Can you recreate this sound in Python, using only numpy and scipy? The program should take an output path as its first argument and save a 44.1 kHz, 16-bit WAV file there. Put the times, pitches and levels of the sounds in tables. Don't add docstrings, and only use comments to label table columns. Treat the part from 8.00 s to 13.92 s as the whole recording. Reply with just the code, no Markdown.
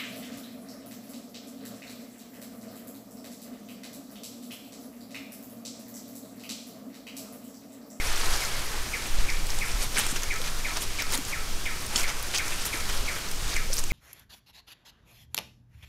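import sys
import numpy as np
from scipy import signal
from scipy.fft import rfft, irfft
from scipy.io import wavfile
from scipy.ndimage import uniform_filter1d

SR = 44100
rng = np.random.default_rng(int(sys.argv[2]) if len(sys.argv) > 2 else 0)


def unload_audio(sound):
    columns = np.transpose(np.atleast_2d(sound))
    steps = np.round(np.clip(columns, -1, 1) * 32767)
    wavfile.write(sys.argv[1], SR, steps.astype(np.int16))


def volts_from_decibels(level):
    exponent = np.asarray(level, float) / 20
    return 10 ** exponent


N = 261072


def unit(x):
    return x / np.sqrt(np.mean(x ** 2))


def colour(x, spectrum):
    hz, db = np.transpose(spectrum)
    bins = np.arange(len(x) // 2 + 1) * SR / len(x) + 1e-3
    gain = volts_from_decibels(np.interp(np.log(bins), np.log(hz), db))
    return irfft(rfft(x) * gain, len(x))


def band(x, lo_hz, hi_hz):
    edges = [lo_hz, min(hi_hz, .45 * SR)]
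    return signal.sosfilt(signal.butter(2, edges, "band", fs=SR, output="sos"), x)


def curves(table):
    s, *columns = np.transpose(table)
    return [np.interp(np.arange(N) / SR, s, c) for c in columns]


def walk(rate):
    hold = int(SR / rate)
    steps = np.repeat(rng.standard_normal(N // hold + 1), hold)
    return 0.96 * uniform_filter1d(uniform_filter1d(steps, hold), hold)[:N]


def cracks(per_s, spread_db, smear_s, size=N):
    strength_db = spread_db * np.minimum(rng.exponential(size=size), 4.5)
    hits = (rng.random(size) < per_s / SR) * volts_from_decibels(strength_db)
    glow = signal.lfilter([1], [1, -np.exp(-1 / (smear_s * SR))], hits ** 2)
    return unit(np.sqrt(glow + 1e-9) * rng.standard_normal(size))


def add(track, sound, s):
    i = int(s * SR)
    part = sound[max(-i, 0):N - i]
    track[max(i, 0):max(i, 0) + len(part)] += part


def bird():
    # time from its start in seconds, pitch in Hz, level in dB.
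    whistle = [
        (.0045, 2660, -26),
        (.006, 2530, -6),
        (.009, 2365, -.5),
        (.0155, 2145, 1.5),
        (.022, 1925, -7),
        (.044, 1360, -14.5),
        (.054, 1303, -12),
        (.08, 1300, -12),
        (.09, 1298, -30),
    ]
    # start in seconds, level in dB, extra strength of the low end in dB.
    song = [(-.012, -29.5, -1), (.4095, -32, 3), (.926, -28, -3), (1.2798, -28, -6), (1.606, -27.5, 0),
            (1.958, -28.5, -4), (2.296, -27.5, 0.5), (2.64, -29, 1), (2.98, -29, 2), (3.3185, -29.5, 3),
            (3.651, -28.5, 0), (4.026, -29, -1), (4.38, -28.5, 1.5), (4.721, -29, -0.5), (5.071, -28, -2),
            (5.552, -28, -0.5), (5.897, -29.5, 0)]
    # delay in seconds, level in dB.
    echoes = [
        (.0028, -11),
        (.0072, -7),
        (.0125, -9.5),
        (.016, -12),
        (.029, -15),
        (.0376, -14),
        (.058, -13),
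        (.078, -18),
    ]
    # pitch in Hz, level in dB.
    echo_colour = [
        (1300, -3),
        (1800, 2),
        (2150, -3),
        (2420, 3.5),
        (2700, 6),
    ]
    wood_t60_s, wood_db = .65, -2
    s, hz, db = np.transpose(whistle)
    t = np.arange(int(s[-1] * SR)) / SR
    glide_hz, shape_db = np.interp(t, s, hz), np.interp(t, s, db)
    lag = np.arange(SR // 2) / SR
    fade = volts_from_decibels(-60 * lag / wood_t60_s) * (1 - np.exp(-lag / .006))
    fade *= volts_from_decibels(wood_db) / np.sqrt(np.sum(fade ** 2))
    trunks = rng.standard_normal(len(lag))
    out = np.zeros(N)
    for start, call_db, low_db in song:
        pitch_factor = 1 + .004 * rng.standard_normal()
        wood = fade * (.75 * trunks + .65 * rng.standard_normal(len(lag)))
        for delay, echo_db in echoes:
            wood[int(delay * SR)] += volts_from_decibels(echo_db + 2.0 * rng.standard_normal())
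        wood = colour(wood, echo_colour)
        wood[0] += 1
        tone = np.sin(2 * np.pi * pitch_factor * np.cumsum(glide_hz) / SR)
        low_end_db = low_db * np.clip(t / 0.029 - .5, 0, 1)
        call = tone * volts_from_decibels(call_db + shape_db + low_end_db)
        add(out, signal.fftconvolve(call, wood), start)
    return out


def hiss():
    # pitch in Hz, level in dB per Hz.
    hiss_colour = [(35, -4), (60, 2.5), (183, -7), (455, -11.5), (630, -14.5), (1420, -14), (1920, -17.5),
                   (2370, -14.5), (3960, -14.5), (5610, -13), (13000, -23), (14600, -25), (15600, -34)]
    level_db = -37.5 + .5 * walk(3.39)
    return volts_from_decibels(level_db) * unit(colour(rng.standard_normal(N), hiss_colour))


def wind():
    # time in seconds, level in dB.
    gusts = [(0, -26), (.08, -16), (.17, -20), (.3, -15), (.43, -28.5), (.54, -23), (1.08, -25),
             (1.2, -16.5), (1.75, -22), (2.3, -25), (3.59, -24), (3.87, -29), (4.04, -22), (4.8, -27.5),
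             (4.92, -16), (5.29, -28.5), (5.43, -16), (5.7, -22)]
    # pitch in Hz, level in dB per Hz.
    rumble_colour = [
        (1.2, -25),
        (2, 1.5),
        (18, 8.5),
        (25, -8.5),
        (38, -11.5),
        (52, -13.5),
        (75, -24),
        (120, -26),
        (200, -76),
    ]
    return volts_from_decibels(curves(gusts)[0] - 4.5) * unit(colour(rng.standard_normal(N), rumble_colour))


def movement():
    # time in seconds, level in dB, extra from big leaves in dB.
    stirring = [(0, -32.5, 0), (.3, -32, 4), (.66, -39, 2), (1.1, -42, 0.5), (1.34, -39, 0.5),
                (1.46, -47, 1), (1.52, -37, -1), (1.78, -39, -1.5), (1.89, -48, 0.5), (2.15, -39, -0.5),
                (2.55, -43.5, 0), (2.73, -37.5, 1), (2.9, -42.5, -2.5), (3.6, -47, 2), (4.2, -38, 1),
                (4.6, -38.5, -1), (5.1, -37.5, 1.5), (5.92, -55, -5)]
    # loudest moment in seconds, level in dB,
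    # length in seconds, extra from fine leaves in dB.
    pushes = [(0.127, -36, 0.13, -18), (0.415, -35.5, 0.13, 8), (1.21, -33.5, 0.094, -18),
              (1.823, -30, 0.067, -2), (1.988, -28, 0.098, -6), (2.069, -31, 0.12, -3),
              (2.166, -28.5, 0.018, -9), (2.237, -40, 0.023, 13), (2.465, -34.5, 0.05, -5),
              (2.774, -27.5, 0.021, -22), (2.82, -37.5, 0.034, 26), (2.999, -29.5, 0.037, -10),
              (3.134, -28.5, 0.07, -1), (3.3, -40, 0.062, 3), (3.81, -43, 0.027, 6), (3.96, -25, .015, -19),
              (3.988, -28, 0.088, 3), (4.09, -30, .05, -13), (4.352, -27, 0.027, -8),
              (4.417, -34, 0.24, -13), (4.62, -31, 0.019, -15), (4.662, -34.5, 0.034, 32),
              (4.74, -37, 0.035, 9), (4.934, -33.5, 0.17, -11), (5.12, -36, 0.049, 1),
              (5.503, -31.5, 0.16, -9), (5.738, -36, 0.041, 13), (5.76, -38, 0.02, 13),
              (5.79, -34, 0.027, 12), (5.839, -33, 0.0075, 0)]
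    stir_fine_db = -2
    rise_share, fade_db = 0.76, 17.5
    heavy_db, heavy_follow = -3.5, 0.41
    t = np.arange(N) / SR
    stir_db, big_db = curves(stirring)
    power = volts_from_decibels(2 * stir_db)
    fine = power * stir_fine_db
    for s, db, length, fine_db in pushes:
        away = np.maximum(t - s, (s - t) / rise_share) / max(length, .004)
        push = volts_from_decibels(2 * (db - fade_db * away ** 1.5))
        power = power + push
        fine = fine + push * fine_db
    level_db = 10 * np.log10(power)
    big_leaves_db = big_db + heavy_db - heavy_follow * (level_db + 35)
    return level_db, big_leaves_db, fine / power


def shuffle():
    # pitch in Hz, level in dB per Hz.
    litter_colour = [(120, 0), (200, -12), (304, -5), (471, -3), (516, -4.5), (1260, -1.5), (2260, -1),
                     (6050, 0), (11700, -5), (14500, -16), (15600, -26)]
    level_db, heavy_db, fine_db = movement()
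    shared = cracks(900, 3.2, .0008)
    scuff_db = 1.1 * walk(25) + 1.3 * walk(70)
    out = np.zeros(N)
    for hz in 250 * 2 ** np.arange(0, 6.1, .5):
        octaves = np.log2(hz / 4500)
        low_lean = np.clip(-octaves / 1.33, 0, 1) * (heavy_db + 8)
        high_lean = np.clip(octaves / 3.1, 0, 1) * (fine_db + 0.5)
        crisp = np.clip(1 + octaves / 5, .1, 1)
        grains = 0.52 * crisp * shared + 0.91 * cracks(1200, 3.9 * crisp, 0.0036 / crisp)
        lean_db = low_lean + high_lean + 1.6 * walk(14)
        out += volts_from_decibels(lean_db) * band(grains, hz / 1.197, hz * 1.228)
    out = colour(out, litter_colour)
    return out / np.std(band(out, 2950, 8250)) * volts_from_decibels(level_db + scuff_db - 3.5)


def crushes():
    # start in seconds, length in seconds, level in dB, pitch of the hollow in Hz.
    squeezes = [(0, 0.65, -41.5, 4470), (1.96, 0.048, -30.5, 1610), (2.9, 0.13, -43, 2880),
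                (1.982, .02, -29, 9500), (3.65, 0.046, -40, 3050), (4.336, 0.036, -30.5, 2700),
                (4.345, 0.05, -29.5, 5270), (5.715, .032, -33, 5300), (5.73, .016, -34.5, 9500),
                (5.762, 0.044, -34, 5650), (5.785, .016, -34, 8500)]
    width = 1 + 0.18
    out = np.zeros(N)
    grains = cracks(700, 3.2, .0012, size=2 * SR)
    for k, (s, length, db, hz) in enumerate(squeezes):
        t = np.arange(int(length * SR))
        fractures = grains[k * SR // 10:][:len(t)]
        ring = band(fractures, hz / width, hz * width)
        add(out, volts_from_decibels(db) * unit(ring) * np.sqrt(np.sin(np.pi * t / len(t))), s)
    return out


def leaves():
    # time in seconds, peak in dB, pitch in Hz.
    single = [(2.7704, -18, 3100), (3.2505, -21, 6930), (.3611, -16, 5680), (.438, -18, 5510),
              (.4496, -19, 5990), (4.0313, -20, 7100), (2.0658, -15, 7880), (1.3011, -17.5, 4870),
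              (1.4686, -22, 8610), (1.5876, -20.5, 7500), (1.8204, -17, 5860), (2.003, -18, 11110),
              (2.476, -21, 3000), (2.2227, -23, 6030), (2.3395, -19.5, 6500), (2.4162, -19.5, 3790),
              (2.84, -22, 5210), (3.022, -15, 5600), (3.0678, -23, 4660), (3.1222, -17, 8740),
              (3.661, -25, 3140), (3.8643, -22, 8910), (4.0175, -20, 5700), (4.227, -19.5, 10250),
              (4.377, -23, 5470), (4.6231, -23, 5610), (4.8982, -18, 3360), (5.1138, -26, 5900),
              (5.3135, -20, 7800), (5.7378, -20, 9300)]
    count, middle_hz = 120, 5400
    over_db, spread_db = 11.5, 1
    dull_db, bright_db, bright_db_per_octave = -13, -10, 6
    chance = rng.standard_normal((count, 2))
    times = rng.random(count) * (N - 1) / SR
    level_db = movement()[0][(times * SR).astype(int)]
    peak_db = np.minimum(level_db, -30) + over_db + spread_db * chance[:, 0]
    stray = np.c_[times, peak_db, middle_hz * 2 ** (.4 * chance[:, 1])]
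    rows = np.r_[single, stray]
    edge_db = rng.standard_normal((len(rows), 2)) * 3
    bright = bright_db + bright_db_per_octave * np.log2(rows[:, 2] / middle_hz) + edge_db[:, 1]
    return np.c_[rows, dull_db + edge_db[:, 0], bright].tolist()


def snaps():
    # time in seconds, peak in dB, pitch in Hz, dull part in dB, bright part in dB.
    loud_snaps = [(0.2135, -19, 3660, -5, -10), (1.5034, -16, 5680, -21, -14), (1.826, -16, 7900, -16, -14),
                  (1.969, -17, 3250, -6, -13), (1.976, -13, 8610, -17, -13), (1.9833, -8, 3130, -17, -23),
                  (1.9916, -15, 10800, -16, -3), (1.9969, -13, 3270, -10, -17), (2.2334, -13.5, 6360, -20, -11),
                  (3.1527, -12.5, 8660, -14, -9), (3.1755, -16.5, 6500, -12, -4), (3.9592, -10, 7100, -27, -20),
                  (3.968, -12, 6900, -22, -15), (3.979, -16, 3100, -19, -19), (3.9981, -18, 5810, 1, -6),
                  (4.3563, -24, 5300, -26, -13), (4.3837, -13, 8740, -25, -11), (4.654, -16, 8500, -22, 3),
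                  (5.5646, -14.5, 5340, -3, -17), (5.7314, -16, 6240, -34, -19), (5.768, -17, 5470, -19, -1),
                  (5.788, -21, 5810, -14, -6), (5.794, -18, 7700, -16, -6), (5.839, -16, 6960, -18, -11)]
    t60_s = .018
    out = np.zeros(N)
    t = np.arange(SR // 25) / SR
    for s, db, hz, dull_db, bright_db in [*loud_snaps, *leaves()]:
        first = 2.0 * np.exp(-t / 0.00081) * rng.standard_normal(len(t))
        run = first + cracks(2100, 5.3, 0.00017, size=len(t)) * volts_from_decibels(-60 * t / t60_s)
        body = band(run, hz / 1.15, hz * 1.15) * 1.8 + band(run, 2800, 9000)
        body = body + volts_from_decibels(dull_db + 12) * band(run, 650, 2500)
        body = body + volts_from_decibels(bright_db + 1) * band(run, 9500, 15500)
        add(out, volts_from_decibels(db - 1.5) * body / np.abs(body).max(), s)
    return out


def thuds():
    # time in seconds, peak in dB, pitch in Hz,
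    # time to fade by 60 dB in seconds.
    landings = [
        (1.053, -38, 218, 0.063),
        (1.981, -29.5, 220, 0.045),
        (2.126, -26, 250, 0.026),
        (3.144, -39, 250, 0.13),
        (3.186, -28, 270, 0.059),
        (3.956, -30, 240, 0.042),
        (4.742, -27, 318, 0.025),
    ]
    slaps = [
        (1.186, -17, 31.8, 0.086),
        (1.738, -21.5, 32.7, 0.3),
    ]
    knocks = [
        (3.143, -32, 850, 0.033),
        (5.7, -32, 530, 0.045),
        (2.4, -33, 500, 0.045),
        (0.74, -35, 850, .05),
        (4.4, -28, 1550, .03),
        (3.157, -36, 510, .04),
        (2.126, -38, 193, 0.088),
    ]
    out = np.zeros(N)
    t = np.arange(SR // 4) / SR
    for s, db, hz, t60 in [*landings, *slaps, *knocks]:
        fade = volts_from_decibels(db - 60 * t / max(t60, .02))
        soft_start = 1 - np.exp(-t / 0.0016)
        add(out, fade * soft_start * 1.7 * np.sin(2 * np.pi * hz * t), s)
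    return out


def twig():
    # time in seconds, peak in dB.
    jerks = [
        (3.9595, -17),
        (3.9632, -22),
        (3.977, -27),
    ]
    # pitch in Hz, level in dB, time to fade by 60 dB in seconds.
    wood_tones = [
        (3050, -2, .04),
        (3420, -3, 0.024),
        (4370, -1, 0.023),
        (5300, -4, .03),
        (6930, -9, .06),
        (7630, -4, .02),
    ]
    out = np.zeros(N)
    t = np.arange(SR // 10) / SR
    for s, db in jerks:
        for k, (hz, tone_db, t60) in enumerate(wood_tones):
            extra_db, detune_percent = rng.standard_normal(size=2)
            fade = volts_from_decibels(db + tone_db + extra_db - 60 * t / t60)
            ring = np.sin(2 * np.pi * hz * (1 + detune_percent / 100) * t)
            add(out, (-1) ** k * fade * ring, s)
    return out


def scene():
    background = bird() + hiss() + wind()
    monkeys = shuffle() + crushes() + snaps() + thuds() + twig()
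    return (background + monkeys)[None]


def top_cut(x):
    return signal.sosfilt(signal.butter(12, 15780, fs=SR, output="sos"), x)


def record(dry):
    top_hz, offset = 15700, 0.0027
    cut = signal.sosfilt(signal.ellip(10, .3, 70, top_hz, fs=SR, output="sos"), dry)
    return top_cut(cut + offset)


dry = scene()
out = record(dry)
unload_audio(out)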